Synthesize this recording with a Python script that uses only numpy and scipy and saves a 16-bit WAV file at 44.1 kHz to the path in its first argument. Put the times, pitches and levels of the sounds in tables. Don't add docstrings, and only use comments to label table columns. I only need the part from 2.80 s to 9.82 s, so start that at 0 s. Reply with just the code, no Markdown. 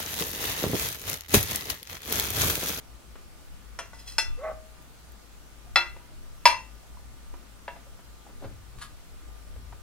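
import sys
import numpy as np
from scipy import signal
from scipy.fft import rfft, irfft, next_fast_len
from scipy.io import wavfile
from scipy.ndimage import uniform_filter1d

SR = 44100
rng = np.random.default_rng(int(sys.argv[2]) if len(sys.argv) > 2 else 0)


def to_linear_factor(level_db):
    exponent = np.asarray(level_db, float) / 20
    return 10 ** exponent


def store_pcm(level_fs):
    pcm = np.round(np.clip(level_fs, -1, 1) * 32767).astype(np.int16)
    wavfile.write(sys.argv[1], SR, np.atleast_2d(pcm).T)


N = 309743

# f/Hz, left level/dB, right level/dB, right phase/rad, waver/dB
HUM = [(21, -50, -52, 2.71, 6), (53.2, -51, -61.5, 0.1, 3.5), (60, -66.5, -67.5, 0.6, 7.5),
       (120.3, -71, -66, .1, 4), (1201, -71.5, -70.5, 0.053, 3), (1338, -74, -74.5, .1, 0.5),
       (1470, -76.5, -71.5, .1, 0.5)]
# f/Hz, density/(dB per Hz)
HISS = [(20, -18), (60, -12), (85, -14.5), (120, -27.5), (160, -16.5), (400, -24), (900, -26),
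        (1300, -28.5), (1900, -30), (4000, -33), (8000, -35), (16000, -41.5)]
# f/Hz, likeness/1
HISS_LIKENESS = [(60, -0.47), (240, 0.35), (950, 0.075), (3770, 0.079), (15000, -0.049)]
# f/Hz, L-R level/dB
HISS_PAN = [(60, 9.5), (240, -0.5), (950, 0.5), (3770, 0.0), (15000, 0)]
# t/s, level/dB, body f/Hz, click level/dB, L-R level/dB
KNOCKS = [(0.354, -41.5, 430, 4.5, 3), (2.879, -49, 785, -14, 2), (3.164, -39.5, 935, -0.5, 4),
          (4.17, -37.5, 1000, -22, 3.5), (4.539, -39, 320, -1.5, -9), (4.962, -35.5, 673, -5, 1),
          (5.066, -41.5, 550, -8, -2), (5.19, -44, 970, -1, 5), (5.465, -39, 815, -12, 5),
          (5.499, -48, 590, -14, 1.0), (5.624, -38.5, 294, -15, 4.0), (5.644, -26, 532, -14, -1),
          (6.016, -42, 1190, -12, 2.5), (6.76, -46, 457, 2.5, 5), (6.923, -37, 930, -1, 1.5),
          (4.194, -62, 950, -6, 2)]
# f/Hz, density/(dB per Hz)
CRACK = [(100, -37), (300, -27), (600, -4), (1500, -3), (2700, -4.5), (5000, -8.5), (8000, -20.5),
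         (12000, -18.5), (16000, -37)]
# f/Hz, density/(dB per Hz)
SIZZLE = [(3000, -41), (6000, -10), (9000, 3), (14000, -3.5), (16000, -14)]
# t/s, ring gain/dB, crack level/dB, crack t60/s, spray level/dB
CLINKS = [
    (0.989, 3.5, -32, 0.087, -41),
    (1.3823, 3.5, -24, 0.057, -25),
    (2.958, -0.5, -17.5, 0.096, -38),
    (3.6546, 1, -13.5, 0.094, -25),
    (4.8791, 0.5, -31, 0.044, -67),
    (1.132, -1, -48, 0.069, -60),
]
SLIDING_HZ = [590, 1394, 1992, 2641, 2716, 3343, 3382, 4161, 5015, 5179, 5846, 6078, 6926, 7035, 8144, 9332]
# level/dB, t60/s
SLIDING_MODES = [(-50, 0.087), (-35, 0.03), (-61, 0.31), (-74, 0.19), (-50, 0.26), (-52.5, 0.22),
                 (-62, 0.16), (-49, 0.098), (-51, 0.046), (-40, 0.039), (-46, 0.1), (-51, 0.21),
                 (-57, 0.06), (-44, 0.064), (-50, 0.18), (-46, 0.07)]
ON_RIM_HZ = [903, 1342, 1500, 1976, 2472, 2596, 2671, 3130, 3328, 3491, 4177, 4950, 5074, 5171, 5352, 5857,
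             5997, 6255, 6914, 7018, 7500, 8131, 9312, 10123]
# level/dB, t60/s
ON_RIM_MODES = [(-32, 0.091), (-49.5, 0.39), (-21.5, 0.015), (-35.5, 0.25), (-44, 0.36), (-61, 0.46),
                (-33, 0.35), (-86, 0.28), (-41, 0.27), (-41.5, 0.37), (-30.5, 0.1), (-33, 0.12),
                (-46, 0.16), (-20, 0.064), (-54, 0.21), (-41, 0.2), (-41, 0.24), (-54, 0.28), (-39, 0.13),
                (-43, 0.17), (-34.5, 0.13), (-41, 0.2), (-36, 0.13), (-35, 0.11)]
IN_HAND_HZ = [350, 767, 951, 1227, 1340, 1404, 1585, 1906, 2012, 2030, 2151, 2322, 2649, 2690, 3393, 4132,
              4935, 5098, 5165, 6101, 6262, 7465, 8136, 10919]
# level/dB, t60/s
IN_HAND_MODES = [(-44.5, 0.3), (-35, 0.14), (-33, 0.38), (-55, 0.69), (-30.5, 0.25), (-28, 0.25),
                 (-44, 0.46), (-21, 0.039), (-21, 0.18), (-34, 0.42), (-31.5, 0.24), (-37, 0.31),
                 (-22.5, 0.2), (-37, 0.47), (-16, 0.052), (-22, 0.12), (-47, 0.16), (-17.5, 0.047),
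                 (-27, 0.094), (-45, 0.32), (-61, 0.28), (-41, 0.14), (-44, 0.2), (-65, 0.15)]
ON_TABLE_HZ = [631, 881, 951, 920, 1022, 1518, 1900, 963, 2015, 2332, 2665, 2694, 3334, 4192, 4389, 4949,
               5122, 5504, 6080, 6273, 6909, 8061, 8138, 8500, 9382, 9528, 10768, 10928]
# level/dB, t60/s
ON_TABLE_MODES = [(-28.5, 0.14), (-28.5, 0.27), (-9.5, 0.11), (-21, 0.17), (-12, 0.085), (-46, 0.16),
                  (-43, 0.45), (-28.5, 0.27), (-16.5, 0.12), (-13, 0.036), (-22, 0.17), (-32.5, 0.43),
                  (-36.5, 0.27), (-26, 0.21), (-36, 0.27), (-17, 0.086), (-16.5, 0.15), (-42, 0.22),
                  (-39, 0.36), (-32, 0.17), (-53, 0.18), (-40.5, 0.057), (-35, 0.28), (-78, 0.37),
                  (-44, 0.14), (-35, 0.28), (-63.5, 0.41), (-65, 0.28)]
PRESSED_HZ = [680, 868, 964, 1430, 1700, 2016, 2678, 2750, 3309, 4976]
# level/dB, t60/s
PRESSED_MODES = [(-61, 0.18), (-53, 0.51), (-43, 0.29), (-40.5, 0.036), (-32, 0.019), (-47.5, 0.17),
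                 (-52, 0.21), (-52, 0.24), (-50, 0.077), (-64, 0.04)]
TOUCHED_HZ = [911, 1460, 1978, 2690, 3340, 4153, 5184, 6054]
# level/dB, t60/s
TOUCHED_MODES = [(-56.5, 0.31), (-41.5, 0.027), (-55.5, 0.28), (-64, 0.22), (-75, 0.2), (-60, 0.24),
                 (-62, 0.28), (-59, 0.28)]
# peak t/s, level/dB, fade t60/s
SCRAPE = [
    (1.15, -50.5, .1),
    (1.201, -44.5, 0.086),
    (1.279, -37.5, 0.3),
]
# f/Hz, width/Hz, level/dB
DRAGGED_MODES = [(2660, 40, -8), (1990, 40, -13), (3340, 30, -4), (4170, 34, -4), (5090, 46, 0),
                 (6090, 32, -6), (7030, 38, -8), (8180, 180, -11), (9320, 41, -8), (10200, 37, -17),
                 (10600, 53, -15), (10900, 80, -20), (11600, 33, -11), (12000, 44, -17)]
# t/s, force/dB, slip rate/Hz, roughness/dB
CREAK = [
    (1.57, -60, 460, -6),
    (1.588, -45, 495, 0),
    (1.624, -44, 570, 4),
    (1.638, -32, 630, 2),
    (1.67, -30, 634, -2),
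    (1.716, -31, 631, -6),
    (1.735, -54, 628, -6),
]
# f/Hz, width/Hz, level/dB
WOOD = [(513, 105, -2), (633, 12, -43), (772, 158, -0.5), (1127, 68, -12.5), (1230, 57, -16),
        (1520, 55, -21.5), (1750, 46, -23), (2005, 100, -19), (2410, 80, -30)]
# t/s, level/dB, f/Hz, t60/s
BOOMS = [
    (2.956, -46, 121, 0.12),
    (3.655, -42, 108, 0.22),
    (5.643, -56, 75.5, 0.22),
    (6.76, -37.5, 58.3, 0.28),
    (1.735, -42.5, 632, 0.65),
    (2.86, -53, 715, .3),
    (3.2, -60, 965, .6),
    (3.31, -59, 615, .5),
    (3.29, -59, 311, .5),
]
# t/s, level/dB
TICKS = [
    (2.0244, -44),
    (2.32, -40),
]
# peak t/s, level/dB, fade t60/s
PALM = [
    (5.468, -54.5, 0.076),
    (5.5, -53, .1),
    (5.628, -52, 0.081),
    (5.646, -40, 0.091),
]
# f/Hz, density/(dB per Hz)
PALM_COLOUR = [(100, -11), (250, -1.5), (700, 1), (1500, -9.5), (2200, -20), (5000, -27), (16000, -60)]
# peak t/s, level/dB, fade t60/s
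THUDS = [
    [(5.652, -29, 0.21), (5.832, -48, 0.098), (5.962, -40.5, 0.37)],
    [(6.774, -37, 0.32), (6.908, -45.5, .7)],
]
# from t/s, to t/s
THUD_SPANS = [(5.58, 6.1), (6.72, 7.02)]
# f/Hz, density/(dB per Hz)
THUD_COLOUR = [(15, -16), (30, -5), (110, -4.5), (180, -19), (400, -24), (900, -63)]
# peak t/s, level/dB, fade t60/s
RUB = [
    (5.986, -50.5, 0.1),
    (6.018, -37.5, 0.15),
]
# f/Hz, density/(dB per Hz)
RUB_COLOUR = [(410, -49), (700, -17), (1200, -1), (2100, -13.5), (4490, -11), (5920, -19), (7110, -14.5),
              (10700, -10.5), (16000, -42)]
# f/Hz, t60/s
ROOM = [(100, 0.87), (500, 0.21), (1500, .28), (4000, 0.24), (10000, 0.19)]

LID_STATES = [(SLIDING_HZ, SLIDING_MODES), (ON_RIM_HZ, ON_RIM_MODES), (IN_HAND_HZ, IN_HAND_MODES),
              (ON_TABLE_HZ, ON_TABLE_MODES), (PRESSED_HZ, PRESSED_MODES), (TOUCHED_HZ, TOUCHED_MODES)]


def evened(x):
    return x / np.sqrt(np.mean(x ** 2) + 1e-20)


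def read(points, hz):
    f, value = np.transpose(points)
    return np.interp(np.log(hz + 1), np.log(f + 1), value)


def add(mix, start_s, sound, pan_db=0):
    part = mix[:, round(start_s * SR):][:, :len(sound)]
    part += sound[:part.shape[1]] * to_linear_factor([[pan_db / 2], [-pan_db / 2]])


def coloured(x, points, tilt_db=0):
    hz = np.fft.rfftfreq(len(x), 1 / SR)
    gain_db = read(points, hz) + tilt_db * np.log2((hz + 50) / 1500)
    return evened(irfft(rfft(x) * to_linear_factor(gain_db), len(x)))


def resonate(x, hz, width_hz):
    turn = np.exp(2j * np.pi * np.cumsum(hz * np.ones(len(x))) / SR)
    r = np.exp(-np.pi * width_hz / SR)
    return 2 * (turn * signal.lfilter([1 - r], [1, -r], x / turn)).real


def strokes(span_s, rows, swell_db_per_s):
    t = np.arange(*span_s, 1 / SR)
    peak_s, db, t60_s = np.transpose(rows)[:, :, None]
    since = t - peak_s
    return to_linear_factor(db + np.minimum(swell_db_per_s * since, -60 * since / t60_s)).sum(0)


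def slips(count, per_s, spread_db):
    clicks = (rng.random(count) < per_s / SR) * to_linear_factor(spread_db * rng.standard_normal(count))
    return clicks * rng.standard_normal(count)


def hum():
    t, out = np.arange(N) / SR, np.zeros((2, N))
    for hz, left_db, right_db, phase, waver_db in HUM:
        waver_hz = np.geomspace(.4, 5, 9)
        waver = evened(sum(np.sin(2 * np.pi * (f * t[::64] + rng.random())) for f in waver_hz))
        level_db = np.array([[left_db], [right_db]]) + waver_db * np.repeat(waver, 64)[:N]
        angle = 2 * np.pi * hz * t - np.array([[0], [phase]])
        out += np.sqrt(2) * to_linear_factor(level_db) * np.sin(angle)
    return out


def hiss():
    frames, hz = N // 256 + 5, np.fft.rfftfreq(1024, 1 / SR)
    a, b, c, d, patches = rng.standard_normal((frames, 513, 5)).T
    patches = evened(uniform_filter1d(uniform_filter1d(patches, 10, 0), 12, 1))
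    same = np.clip(read(HISS_LIKENESS, hz), -1, 1)[:, None]
    left = a + 1j * b
    right = same * left + np.sqrt(1 - same ** 2) * (c + 1j * d)
    pan_db = np.array([[.5], [-.5]]) * read(HISS_PAN, hz)
    level_db = (read(HISS, hz) + pan_db)[:, :, None] + 1.1 * patches
    noise = signal.istft(np.array([left, right]) * to_linear_factor(level_db), nperseg=1024, noverlap=768)[1]
    return to_linear_factor(-52.5) * evened(noise[:, :N])


def knocks():
    t, mix = np.arange(SR // 3) / SR, np.zeros((2, N))
    body_t60_s, scuff_t60_s, contact_s = 0.029, .035, 0.002
    for s, db, hz, click_db, pan_db in KNOCKS:
        body = np.sin(2 * np.pi * hz * t) * to_linear_factor(-60 * t / body_t60_s)
        scuff = coloured(rng.standard_normal(len(t)), CRACK, -8) * to_linear_factor(click_db - 60 * t / scuff_t60_s)
        add(mix, s, to_linear_factor(db) * (body + scuff) * (1 - np.exp(-t / contact_s)), pan_db)
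    return mix


def ring(hz, modes, twin_db=-8):
    hz = np.array(hz)[:, None]
    db, t60_s = np.transpose(modes)[:, :, None]
    t = np.arange(SR // 2) / SR
    sign = rng.choice([-1, 1], (len(hz), 1))
    apart = .004 * (2 * rng.random((len(hz), 1)) - 1)
    pair = np.sin(2 * np.pi * hz * t) + to_linear_factor(twin_db) * np.sin(2 * np.pi * hz * (1 + apart) * t)
    return (sign * pair * to_linear_factor(db - 60 * t / np.clip(t60_s, .02, .7))).sum(0)


def clinks():
    t, mix = np.arange(SR // 2) / SR, np.zeros((2, N))
    hard_blow_db, tilt_db_per_db, spray_t60_s = -12.5, 0.25, .03
    for (s, db, crack_db, t60_s, spray_db), (hz, modes) in zip(CLINKS, LID_STATES):
        noise = rng.standard_normal(len(t))
        tilt_db = tilt_db_per_db * (crack_db - hard_blow_db)
        crack = coloured(noise, CRACK, tilt_db) * to_linear_factor(crack_db - 60 * t / max(t60_s, .005))
        crack *= 1 + .6 * np.exp(-t / .0015)
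        spray = coloured(noise, SIZZLE) * to_linear_factor(spray_db - 60 * t / spray_t60_s)
        contact_s = .0002 * to_linear_factor(-.4 * (spray_db + 35))
        blow = (1 - np.exp(-t / contact_s)) * (to_linear_factor(db) * ring(hz, modes) + crack + spray)
        muffle_hz = 18000 * to_linear_factor(.66 * min(spray_db + 48, 0))
        muffle = signal.butter(3, muffle_hz, fs=SR, output="sos")
        add(mix, s, signal.sosfilt(muffle, blow), 1.7)
    return signal.sosfilt(signal.butter(2, 340, "high", fs=SR, output="sos"), mix)


def scrape():
    mix, span_s = np.zeros((2, N)), (1.14, 1.375)
    press = strokes(span_s, SCRAPE, swell_db_per_s=990)
    force = slips(len(press), 2700, 1.8)
    lid = sum(to_linear_factor(db) * resonate(force, hz, 2 * width_hz) for hz, width_hz, db in DRAGGED_MODES)
    add(mix, span_s[0], to_linear_factor(-2) * press * evened(lid))
    return mix


def creak():
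    s, *columns = np.transpose(CREAK)
    t = np.arange(s[0], s[-1], 1 / SR)
    db, per_s, rough_db = [np.interp(t, s, column) for column in columns]
    wobble = evened(uniform_filter1d(rng.standard_normal((2, len(t))), size=300))
    force = to_linear_factor(db) * signal.windows.tukey(len(t), .1)
    angle = 2 * np.pi * np.cumsum(per_s * (1 + .008 * wobble[1])) / SR
    tone = force * to_linear_factor(.5 + 1.5 * wobble[0]) * np.sin(angle)
    rough = to_linear_factor(rough_db) * rng.standard_normal(len(t))
    shake = np.pad(force * (rough + evened(tone)), (0, SR // 3))
    wood = 0
    for hz, width_hz, mode_db in WOOD:
        wood = wood + to_linear_factor(mode_db) * evened(resonate(resonate(shake, hz, 3 * width_hz), hz, width_hz))
    mix = np.zeros((2, N))
    add(mix, s[0], tone)
    add(mix, s[0], to_linear_factor(-39) * wood)
    return mix


def booms():
    t, mix = np.arange(SR // 3) / SR, np.zeros((2, N))
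    fade = signal.windows.tukey(len(t), .05)
    for s, db, hz, t60_s in BOOMS:
        add(mix, s, -np.sin(2 * np.pi * hz * t) * to_linear_factor(db - 60 * t / t60_s) * fade, 3.5)
    return mix


def ticks():
    t, mix = np.arange(SR // 3) / SR, np.zeros((2, N))
    for s, db in TICKS:
        snap = evened(np.diff(rng.standard_normal(len(t) + 2), n=2))
        add(mix, s, to_linear_factor(db + 2 - 60 * t / .008) * snap)
    return mix


def palm():
    mix, span_s = np.zeros((2, N)), (5.4, 5.8)
    press = strokes(span_s, PALM, swell_db_per_s=800)
    add(mix, span_s[0], press * coloured(rng.standard_normal(len(press)), PALM_COLOUR), 3)
    return mix


def thuds():
    mix = np.zeros((2, N))
    for span_s, rows in zip(THUD_SPANS, THUDS):
        press = strokes(span_s, rows, swell_db_per_s=620)
        floor = coloured(rng.standard_normal(len(press)), THUD_COLOUR)
        add(mix, span_s[0], to_linear_factor(-8) * press * floor, 4.5)
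    return mix


def rub():
    mix, span_s = np.zeros((2, N)), (5.96, 6.14)
    press = strokes(span_s, RUB, swell_db_per_s=2700)
    add(mix, span_s[0], press * coloured(slips(len(press), 3000, 2.1), RUB_COLOUR), 1.5)
    return mix


def room():
    taps = np.zeros((3, SR // 2))
    at = np.arange(130, SR // 2 - 20, 20)
    at = at + rng.integers(0, 20, (3, len(at)))
    np.put_along_axis(taps, at, rng.choice([-1., 1.], at.shape), 1)
    hz, t, z = signal.stft(taps[:2] + 1.2 * taps[2], SR, nperseg=256)
    tail = signal.istft(z * to_linear_factor(-60 * t / read(ROOM, hz)[:, None]), SR, nperseg=256)[1]
    return tail / np.linalg.norm(tail[0])


def scene():
    lid_and_hands = clinks() + knocks() + ticks() + scrape() + rub()
    floor_and_wood = thuds() + creak() + booms()
    taps = room()
    bed = hum() + hiss()
    near = lid_and_hands + floor_and_wood + palm()
    room_db, port_lag_s = -5, 4.5e-5
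    near = near + to_linear_factor(room_db) * signal.fftconvolve(near, taps, axes=1)[:, :N]
    size = next_fast_len(N)
    late = np.exp(-2j * np.pi * np.fft.rfftfreq(size, 1 / SR) * np.array([[0], [port_lag_s]]))
    return irfft(rfft(near, size) * late, size)[:, :N] + bed


def low_pass(x):
    return signal.sosfilt(signal.butter(12, 16530, fs=SR, output="sos"), x)


def record(dry):
    squeezed = np.clip(1.2 * np.tanh(dry / 1.2), -1, 1)
    edge = signal.firwin(255, 15950, window=("kaiser", 9), fs=SR)
    limited = signal.oaconvolve(squeezed, edge[None], "same")
    return low_pass(limited)


dry = scene()
out = record(dry)
store_pcm(out)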